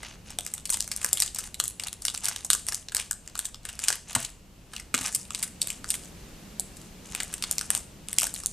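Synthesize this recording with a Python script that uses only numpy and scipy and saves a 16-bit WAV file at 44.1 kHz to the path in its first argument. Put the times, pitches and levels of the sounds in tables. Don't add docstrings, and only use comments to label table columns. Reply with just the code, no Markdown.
import sys
import numpy as np
from scipy import signal
from scipy.fft import rfft, irfft, next_fast_len
from scipy.io import wavfile

SR = 44100
rng = np.random.default_rng(int(sys.argv[2]) if len(sys.argv) > 2 else 0)


def wav_out(sig):
    wavfile.write(sys.argv[1], SR, np.round(np.clip(np.atleast_2d(sig).T, -1, 1) * 32767).astype(np.int16))


N = 375952

# freq_hz, gain_db
FLOOR_SPECTRUM = [(12, -20), (20, 3.5), (53, 5), (235, -8.5), (421, -17), (484, -16), (914, -20),
                  (1830, -35), (2770, -21), (3360, -31), (4690, -31), (5530, -83), (8160, -70),
                  (13800, -35), (15000, -73)]
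DRONE_SPECTRUM = [(80, -35), (130, -10.5), (185, -2), (250, -11.5), (400, -15), (900, -25), (2000, -25.5),
                  (6000, -28.5), (14000, -35.5)]
# time_s, level_db
FLOOR_RIDE = [(0, -50), (3.5, -51.5), (4.6, -53), (5.5, -49.5), (8.5, -49.5)]
DRONE_RIDE = [(0, -54.5), (4, -59), (5.2, -52.5), (6.2, -47.5), (7.2, -49), (8.5, -52)]
# freq_hz, side_db
BACKGROUND_WIDTH = [(60, -16.5), (200, -14.5), (500, -6.5), (1200, -3.5), (3000, -9), (6500, -3),
                    (8000, -3), (12000, 0)]
NEAR_WIDTH = [(60, -30), (350, -8), (1500, -35), (2500, -67.5), (4500, -21), (8000, -8), (13000, -11)]
# start_s, length_s, crackle_db, rustle_db
GRIPS = [(0, 0.12, -54, -46.5), (0.27, 0.07, -57, -52.5), (0.435, 0.16, -50.5, -59),
         (0.705, 0.045, -34.5, -53), (0.79, 0.06, -46.5, -61), (0.919, 0.1, -47, -50),
         (1.039, 0.14, -42, -46.5), (1.199, 0.03, -33, -42), (1.353, 0.11, -46.5, -49),
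         (1.592, 0.09, -45, -66), (1.82, 0.05, -47, -47.5), (2.02, 0.18, -45, -58), (2.24, 0.06, -38, -40),
         (2.315, 0.09, -48.5, -51), (2.52, 0.025, -36, -55), (2.681, 0.065, -40, -52),
         (2.961, 0.05, -40, -39.5), (3.259, 0.07, -61, -59.5), (3.36, 0.1, -48, -54),
         (3.648, 0.13, -55, -53), (3.811, 0.12, -38.5, -40.5), (4.085, 0.17, -44, -44.5),
         (4.728, 0.08, -55, -57), (4.985, 0.07, -38, -41), (5.125, 0.06, -40, -57),
         (5.33, 0.12, -44, -51.5), (5.612, 0.12, -44.5, -53.5), (5.88, 0.07, -39, -56),
         (5.97, 0.09, -50.5, -64), (6.752, 0.11, -58.5, -74), (7.06, 0.06, -51.5, -54),
         (7.13, 0.13, -46, -46), (7.291, 0.36, -49, -52), (7.71, 0.07, -40, -47.5), (8.09, 0.08, -48, -53),
         (8.184, 0.07, -35, -46.5), (8.282, 0.24, -46, -60)]
# freq_hz, gain_db
CRACKLE_EQ = [(2500, -25.5), (4500, -12), (6500, 1.5), (8300, 1), (10000, 1), (12000, -13.5), (14000, -29)]
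RUSTLE_EQ = [(300, -8.5), (700, 1), (1500, 0.5), (2800, 2.5), (4500, -1.5), (6500, 1), (9000, -38)]
# start_s, crack_db, facet_db, pouch_db, facet_hz, pouch_hz, decay_s
BIG_CREASES = [(0.031, -45, 1.5, 9, 2300, 2040, 0.003), (0.3046, -40.5, -4, -10, 5100, 830, 0.0018),
               (0.3866, -27, -2.5, -9, 3380, 718, 0.0011), (0.4639, -33, -5, -7.5, 4900, 2180, 0.0014),
               (0.538, -27.5, -15, -17.5, 5260, 2060, 0.0015), (0.579, -41, -2, -11, 3510, 1300, 0.0013),
               (0.6543, -31.5, -4, -14, 4520, 2120, 0.0044), (0.7016, -21, -21, -41, 5210, 880, 0.0033),
               (0.731, -26.5, -6, -19, 5040, 2020, 0.011), (0.7455, -36, -1, -12, 3530, 2090, 0.0031),
               (0.8052, -25.5, -1, -21, 5100, 1700, 0.00086), (0.877, -36, -8, -9, 5370, 2100, 0.00084),
               (0.915, -30, 0, -6, 4960, 2120, 0.0046), (0.963, -29, -10, -34, 5430, 1260, 0.00088),
               (1.0451, -21.5, -6, -7, 5800, 1470, 0.0018), (1.1298, -16.5, -13, -21, 3450, 565, 0.0013),
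               (1.172, -31.5, 0, -21, 3590, 1200, 0.0028), (1.2014, -20, -6, -22, 5540, 2090, 0.0013),
               (1.2212, -21, -1, -10, 4720, 2100, 0.0029), (1.3465, -32, -8, -31, 5170, 2090, 0.0025),
               (1.386, -27.5, -6, -12, 5170, 1490, 0.0055), (1.5433, -37, -0.5, -10, 4130, 2090, 0.0016),
               (1.5998, -22.5, -1.5, -9, 3500, 1410, 0.0007), (1.6387, -28, -10, -18, 5690, 1150, 0.0016),
               (1.6794, -27, -14, -36, 3920, 1400, 0.00024), (1.797, -33, 1.5, -3.5, 2360, 2000, 0.0018),
               (1.836, -34, 1.5, -14, 5000, 760, 0.0016), (1.929, -35, -5.5, -14, 3530, 1600, 0.00092),
               (2.0513, -23.5, -4, -14.5, 4840, 1530, 0.002), (2.0818, -29, 4, -10, 3740, 1520, 0.0019),
               (2.1477, -36.5, 3.5, -7, 4200, 1360, 0.00072), (2.244, -31.5, -4, -23, 5330, 1860, 0.0018),
               (2.255, -24, -6.5, -24, 3900, 1420, 0.00094), (2.2836, -25, -2.5, -9, 5530, 1560, 0.0041),
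               (2.3613, -34, 0, -7, 4700, 1850, 0.0012), (2.447, -28.5, -7, -16.5, 5800, 900, 0.0037),
               (2.502, -15, -4, -13.5, 3800, 1390, 0.0011), (2.5317, -19, -3, -13.5, 5850, 1610, 0.00098),
               (2.6668, -33, -15, -19, 2740, 1810, 0.00078), (2.6853, -27, -2, -8.5, 5470, 1840, 0.0013),
               (2.7217, -34.5, 1.5, -1, 5350, 1650, 0.002), (2.7453, -28, -5, -27, 4930, 1310, 0.0007),
               (2.885, -44.5, 8.5, -4, 4520, 1610, 0.0018), (2.92, -40.5, -3, -1, 2500, 1550, 0.004),
               (2.9477, -23, -8, -12, 3810, 1570, 0.0012), (2.9668, -24, -4, -13, 4740, 1710, 0.0011),
               (2.9983, -31, -1, -9, 2800, 1700, 0.0015), (3.1105, -24, -9, -11, 5400, 1480, 0.002),
               (3.276, -41.5, -1.5, -7, 5660, 1770, 0.00069), (3.353, -38, -1, -1, 3800, 1280, 0.0022),
               (3.391, -25, -7.5, -13, 3800, 1490, 0.0011), (3.4529, -28.5, -8.5, -20, 3720, 1580, 0.0045),
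               (3.5443, -46.5, 7.5, -3.5, 5010, 1170, 0.0014), (3.652, -34.5, -5, -6, 2500, 1530, 0.0022),
               (3.688, -36, -1, -6.5, 3040, 1540, 0.012), (3.7908, -34.5, -2.5, -7, 4790, 1760, 0.0018),
               (3.838, -27.5, -5, -17, 2770, 1580, 0.0055), (3.883, -18.5, -2, -12, 4700, 1450, 0.0029),
               (3.9027, -27, -3, -1.5, 5680, 1640, 0.0014), (4.1505, -19.5, -6, -6.5, 2880, 1810, 0.005),
               (4.248, -31.5, -2, -29.5, 3920, 720, 0.0035), (4.734, -43.5, 2, 1.5, 2970, 1510, 0.0054),
               (4.7637, -39, 5.5, -4, 2400, 2090, 0.0017), (4.797, -43, 0.5, 1.5, 5600, 2070, 0.0032),
               (4.9415, -26.5, -13, 5, 2470, 1900, 0.0016), (4.9455, -22.5, -3.5, -9, 2800, 2080, 0.0046),
               (5.0106, -32.5, -9, -6, 2300, 1800, 0.0056), (5.0606, -29.5, -0.5, -13, 5690, 1630, 0.0019),
               (5.1479, -20, -9, -24, 4850, 2090, 0.0049), (5.3057, -35.5, -3, -4.5, 3130, 1260, 0.00099),
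               (5.3477, -30, -0.5, -11, 3950, 2090, 0.0014),
               (5.427, -23.5, -8.5, -12.5, 4670, 2130, 0.0059), (5.6163, -22, -3, -35, 4470, 2090, 0.0031),
               (5.6721, -30, -9, -16, 3260, 1450, 0.00081), (5.702, -30, -2, -16, 2250, 2090, 0.0024),
               (5.8432, -40.5, 2, 3, 5370, 1280, 0.0012), (5.903, -20.5, -11.5, -26, 3960, 1590, 0.0038),
               (5.94, -29.5, -5, -8, 3170, 1930, 0.0058), (6.5966, -24.5, -11, -18.5, 4490, 720, 0.0006),
               (7.149, -29.5, -3, -5, 3030, 1900, 0.0012), (7.2017, -30, 1, 1.5, 2720, 2060, 0.0042),
               (7.2317, -31, -15, -11, 3000, 2000, 0.0016), (7.339, -29, -7, -8, 2570, 2180, 0.0015),
               (7.424, -31, 0, -16, 3560, 1220, 0.0012), (7.4382, -32, 4.5, -4.5, 3640, 1320, 0.0017),
               (7.5116, -22, -10.5, -23, 4800, 1390, 0.00094),
               (7.5823, -26.5, 1, -13.5, 5500, 2070, 0.00055), (7.6112, -30.5, -2, -5, 5150, 1360, 0.001),
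               (7.7034, -18.5, -13, -12, 5000, 1930, 0.0005), (7.75, -23, -8.5, -16.5, 3730, 600, 0.00063),
               (7.776, -32, -12, -17, 4980, 1000, 0.0016), (8.0852, -34.5, -5.5, -23, 3100, 2100, 0.00066),
               (8.1294, -28.5, -11, -13, 3070, 1940, 0.00092), (8.1846, -16, -5.5, -17, 2800, 2023, 0.001),
               (8.211, -30, -1, -19, 5690, 2010, 0.001), (8.2315, -25, -4.5, -9.5, 3000, 606, 0.0008),
               (8.34, -32, -24, -18, 2800, 840, 0.00033), (8.46, -22, -9, -30, 5350, 1500, 0.00037)]
# pitch_hz, width_hz, gain_db
PACKET_MODES = [(1150, 110, -9), (1950, 21, -43), (2820, 69, -3), (5080, 55, -13), (9100, 47, -33)]
# delay_s, gain_db
REFLECTIONS = [(.0013, -24), (.0024, -20), (.0041, -22), (.0078, -21), (.0098, -14.5), (0.0114, -38)]
# freq_hz, gain_db
TAIL_EQ = [(200, -5), (1000, -12.5), (3000, -13), (5500, -14.5), (8300, -13.5), (11000, -14),
           (14000, -19.5)]
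# freq_hz, t60_s
TAIL_DECAY = [(200, 0.17), (2000, 0.35), (8000, 0.41), (14000, 0.29)]
# start_s, level_db, contact_s, deep_bending_db
TABLE_HITS = [(4.158, -28, .003, -12), (4.163, -26.5, 0.00025, 5), (4.179, -45, 0.0022, 2),
              (4.943, -19, 0.0037, -24), (4.978, -31, 0.0031, -18), (5.009, -26.5, 0.0034, -5)]
# pitch_hz, gain_db, t60_s
GLASS_MODES = [(106.4, -12, 0.082), (128.3, -13, 0.29), (187, -27, .08), (253, -4, 0.1),
               (286, -13.5, 0.074), (386, -20, .08), (669, -10, 0.15), (957, 7.5, 0.016), (1096, -6, 0.081),
               (1440, -6, .04), (1840, -7, 0.051)]


def from_db(db):
    return 10 ** (np.asarray(db) / 20)


def unit_rms(x):
    return x / np.sqrt(np.mean(x ** 2, axis=-1, keepdims=True) + 1e-20)


def fader(ride):
    return from_db(np.interp(np.arange(N) / SR, *np.transpose(ride)))


def at_hz(points, hz):
    freq_hz, value = np.transpose(points)
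    return np.interp(np.log(np.maximum(hz, 1)), np.log(freq_hz), value)


def add(out, start_s, sound):
    start = max(0, round(start_s * SR))
    out[..., start:start + sound.shape[-1]] += sound[..., :N - start]


def band(x, low_hz, high_hz):
    return signal.sosfilt(signal.butter(2, [low_hz, high_hz], "band", fs=SR, output="sos"), x)


def resonate(x, hz, width_hz):
    r = np.exp(-np.pi * width_hz / SR)
    feedback = [1, -2 * r * np.cos(2 * np.pi * hz / SR), r * r]
    return signal.lfilter(np.array([1, 0, -1]) * (1 - r * r) / 2, feedback, x)


def colour(x, spectrum):
    size = next_fast_len(N, real=True)
    hz = np.arange(size // 2 + 1) * SR / size
    return irfft(rfft(x, size) * from_db(at_hz(spectrum, hz)), size)[..., :N]


def stereo(mid, side):
    return np.array([mid + side, mid - side])


def steady_noise(spectrum, width):
    mid, side = colour(rng.standard_normal((2, N)), spectrum)
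    return unit_rms(stereo(mid, colour(side, width)))


def background():
    floor = fader(FLOOR_RIDE) * steady_noise(FLOOR_SPECTRUM, BACKGROUND_WIDTH)
    drone = fader(DRONE_RIDE) * steady_noise(DRONE_SPECTRUM, BACKGROUND_WIDTH)
    return floor + drone


def squeezing(attack_s=0.011, release_s=0.028, uneven_db=3, slip_s=0.025, hop=40):
    t = np.arange(N // hop) * hop / SR
    power = 0
    for start_s, length_s, crackle_db, rustle_db in GRIPS:
        before_s, after_s = np.maximum(start_s - t, 0), np.maximum(t - start_s - length_s, 0)
        envelope = np.exp(-before_s / attack_s - after_s / release_s)
        power = power + (from_db([[crackle_db], [rustle_db]]) * envelope) ** 2
    grip = from_db(uneven_db * np.interp(t / slip_s, np.arange(len(t)), rng.standard_normal(len(t))))
    return [np.interp(np.arange(N) / SR, t, grip * np.sqrt(layer)) for layer in power]


def foil_grains(eq, per_s, hiss_db, spread_db=4.5):
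    at = np.flatnonzero(rng.random(N) < per_s / SR)
    sizes = from_db(spread_db * np.minimum(rng.exponential(1, len(at)), 3))
    clicks, ticks = np.zeros((2, N)), 0
    for hz in np.geomspace(700, 12500, 10):
        clicks[:, at] = sizes * rng.standard_normal((2, len(at)))
        ticks = ticks + resonate(clicks, hz, width_hz=hz / 3)
    mid, side = colour(ticks, eq)
    grains = unit_rms(stereo(mid, colour(side, NEAR_WIDTH)))
    hiss = from_db(hiss_db) * steady_noise(eq, NEAR_WIDTH)
    return unit_rms(grains + hiss)


def handling(crackle_envelope, rustle_envelope, crackle_db=-2, rustle_db=0.5):
    crackle = from_db(crackle_db) * foil_grains(CRACKLE_EQ, per_s=600, hiss_db=-13)
    rustle = from_db(rustle_db) * foil_grains(RUSTLE_EQ, per_s=450, hiss_db=-8)
    return crackle_envelope * crackle + rustle_envelope * rustle


def flutter(decay_s, first_slip=0.45, rise_s=0.0005, size=640):
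    t = np.arange(size) / SR
    noise = rng.standard_normal((len(decay_s), 2, size))
    rise = np.minimum(t / rise_s, 1)
    slips = noise * rise * np.exp(-t / decay_s[:, None, None])
    peak = np.argmax(rise)
    slips[:, 0, peak] += first_slip * np.sign(slips[:, 0, peak]) * np.sqrt(decay_s * SR / 10)
    return slips


def snaps(creases, crack_trim_db=3, facet_trim_db=2.5, pouch_trim_db=2, side_db=-11.5, pan_db=0.16):
    out = np.zeros((2, N))
    start_s, crack_db, facet_db, pouch_db, facet_hz, pouch_hz, decay_s = np.transpose(creases)
    turn, stiffness = rng.standard_normal((len(creases), 2)).T
    crack_hz = 8200 * np.exp(0.1 * stiffness)
    slips = flutter(decay_s)
    bright, body, hollow = band(slips, 6000, 16000), band(slips, 2100, 6000), band(slips[:, 0], 330, 2300)
    burst_gain = np.sqrt(0.004 * SR / slips.shape[-1])
    for k in range(len(creases)):
        crack = resonate(bright[k], crack_hz[k], width_hz=2600) + 0.2 * bright[k]
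        ring = 0.99 * resonate(crack, hz=8400, width_hz=1100)
        crack = from_db(crack_trim_db) * unit_rms(crack + ring)
        facet = resonate(body[k], facet_hz[k], width_hz=1150)
        facet = from_db(facet_db[k] + facet_trim_db) * unit_rms(facet)
        pouch = resonate(hollow[k], pouch_hz[k], width_hz=0.22 * pouch_hz[k]) + 0.14 * hollow[k]
        pouch = from_db(pouch_db[k] + pouch_trim_db) * unit_rms(pouch)
        mid = crack[0] + facet[0] + pouch
        side = from_db(side_db) * np.diff(crack[1] + facet[1], prepend=0)
        gains = burst_gain * from_db(stereo(crack_db[k], -pan_db * turn[k] / 2))
        add(out, start_s[k], gains[:, None] * stereo(mid, side))
    return out


def neighbour_creases(creases, delay_s=(0.004, 0.022), loss_db=12, scatter_db=2, detune_octaves=0.16):
    start_s, crack_db, facet_db, pouch_db, facet_hz, pouch_hz, decay_s = np.transpose(creases)
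    later, louder, higher = (2 * rng.random((len(creases), 3)) - 1).T
    detune = 2 ** (detune_octaves * higher)
    return np.transpose([start_s + np.interp(later, [-1, 1], delay_s),
                         crack_db - loss_db + scatter_db * louder, facet_db, pouch_db - 4,
                         facet_hz * detune, pouch_hz * detune, 0.56 * decay_s])


def small_creases(effort, count=180, crowding=0.3, over_db=4, facet_db=-5, pouch_db=-14.5, scatter_db=6.5):
    when, facet_pitch, pouch_pitch, slowness = rng.random((count, 4)).T
    crack_offset, facet_offset, pouch_offset = scatter_db * (2 * rng.random((count, 3)) - 1).T
    strain = np.cumsum(effort ** crowding)
    at = np.searchsorted(strain / strain[-1], (np.arange(count) + when) / count)
    crack_db = 20 * np.log10(effort[at] + 1e-9) + over_db
    facet_hz = np.interp(facet_pitch, [0, 1], [2500, 6160])
    pouch_hz = np.interp(pouch_pitch, [0, 1], [596, 2170])
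    decay_s = np.interp(slowness, [0, 1], [0.0015, 0.0029])
    return np.transpose([at / SR, crack_db + crack_offset, facet_db + facet_offset,
                         pouch_db + pouch_offset, facet_hz, pouch_hz, decay_s])


def packet(foil, direct_db=-0.8):
    ringing = sum(from_db(db) * resonate(foil, hz, width_hz) for hz, width_hz, db in PACKET_MODES)
    return from_db(direct_db) * foil + ringing


def room(x, gap_s=0.0065, early_db=-0.5, early_s=0.0044):
    t = np.arange(int(SR * 0.7)) / SR
    edges_hz = np.geomspace(100, 16000, 16)
    onset_db = early_db * np.exp(-(t - gap_s) / early_s)
    response = np.zeros((2, len(t)))
    for low_hz, high_hz in zip(edges_hz, edges_hz[1:]):
        hz = np.sqrt(low_hz * high_hz)
        mid, side = band(rng.standard_normal((2, len(t))), low_hz, high_hz)
        wash = stereo(mid, side * from_db(at_hz(NEAR_WIDTH, hz)))
        fade = (t > gap_s) * from_db(-60 * t / at_hz(TAIL_DECAY, hz) + onset_db)
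        response += from_db(at_hz(TAIL_EQ, hz)) * wash * fade / np.linalg.norm(fade)
    for delay_s, gain_db in REFLECTIONS:
        response[:, round(delay_s * SR)] += from_db(gain_db)
    return x + signal.fftconvolve(x, response, axes=-1)[:, :N]


def table_knocks(scatter_db=1, deep_below_hz=160):
    out, t = np.zeros(N), np.arange(SR // 2) / SR
    hz, mode_db, t60_s = np.transpose(GLASS_MODES)[:, :, None]
    modes = from_db(-60 * t / t60_s) * np.sin(2 * np.pi * hz * t)
    for start_s, level_db, contact_s, deep_db in TABLE_HITS:
        strike_db = level_db + mode_db + (hz < deep_below_hz) * deep_db
        strength = from_db(strike_db - scatter_db * rng.standard_normal(hz.shape))
        softening = 1 + (hz * contact_s) ** 2
        add(out, start_s, (strength / softening * modes).sum(axis=0))
    return band(out, 80, 4820)


def scene(left_db=0.01):
    bed = background()
    crackle_envelope, rustle_envelope = squeezing()
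    creases = np.vstack([BIG_CREASES, neighbour_creases(BIG_CREASES), small_creases(crackle_envelope)])
    foil = snaps(creases) + handling(crackle_envelope, rustle_envelope)
    pan = from_db([[left_db], [-left_db]])
    return pan * room(packet(foil) + table_knocks()) + bed


def record(dry, ceiling=0.8, cutoff_hz=14300):
    glint = 0.52 * resonate(dry[0], hz=7400, width_hz=1550)
    heard = np.array([dry[0] + glint, dry[1]])
    rounded = heard / (1 + (heard / ceiling) ** 4) ** (1 / 4)
    return signal.sosfilt(signal.ellip(8, 0.3, 70, cutoff_hz, fs=SR, output="sos"), rounded)


dry = scene()
out = record(dry)
wav_out(out)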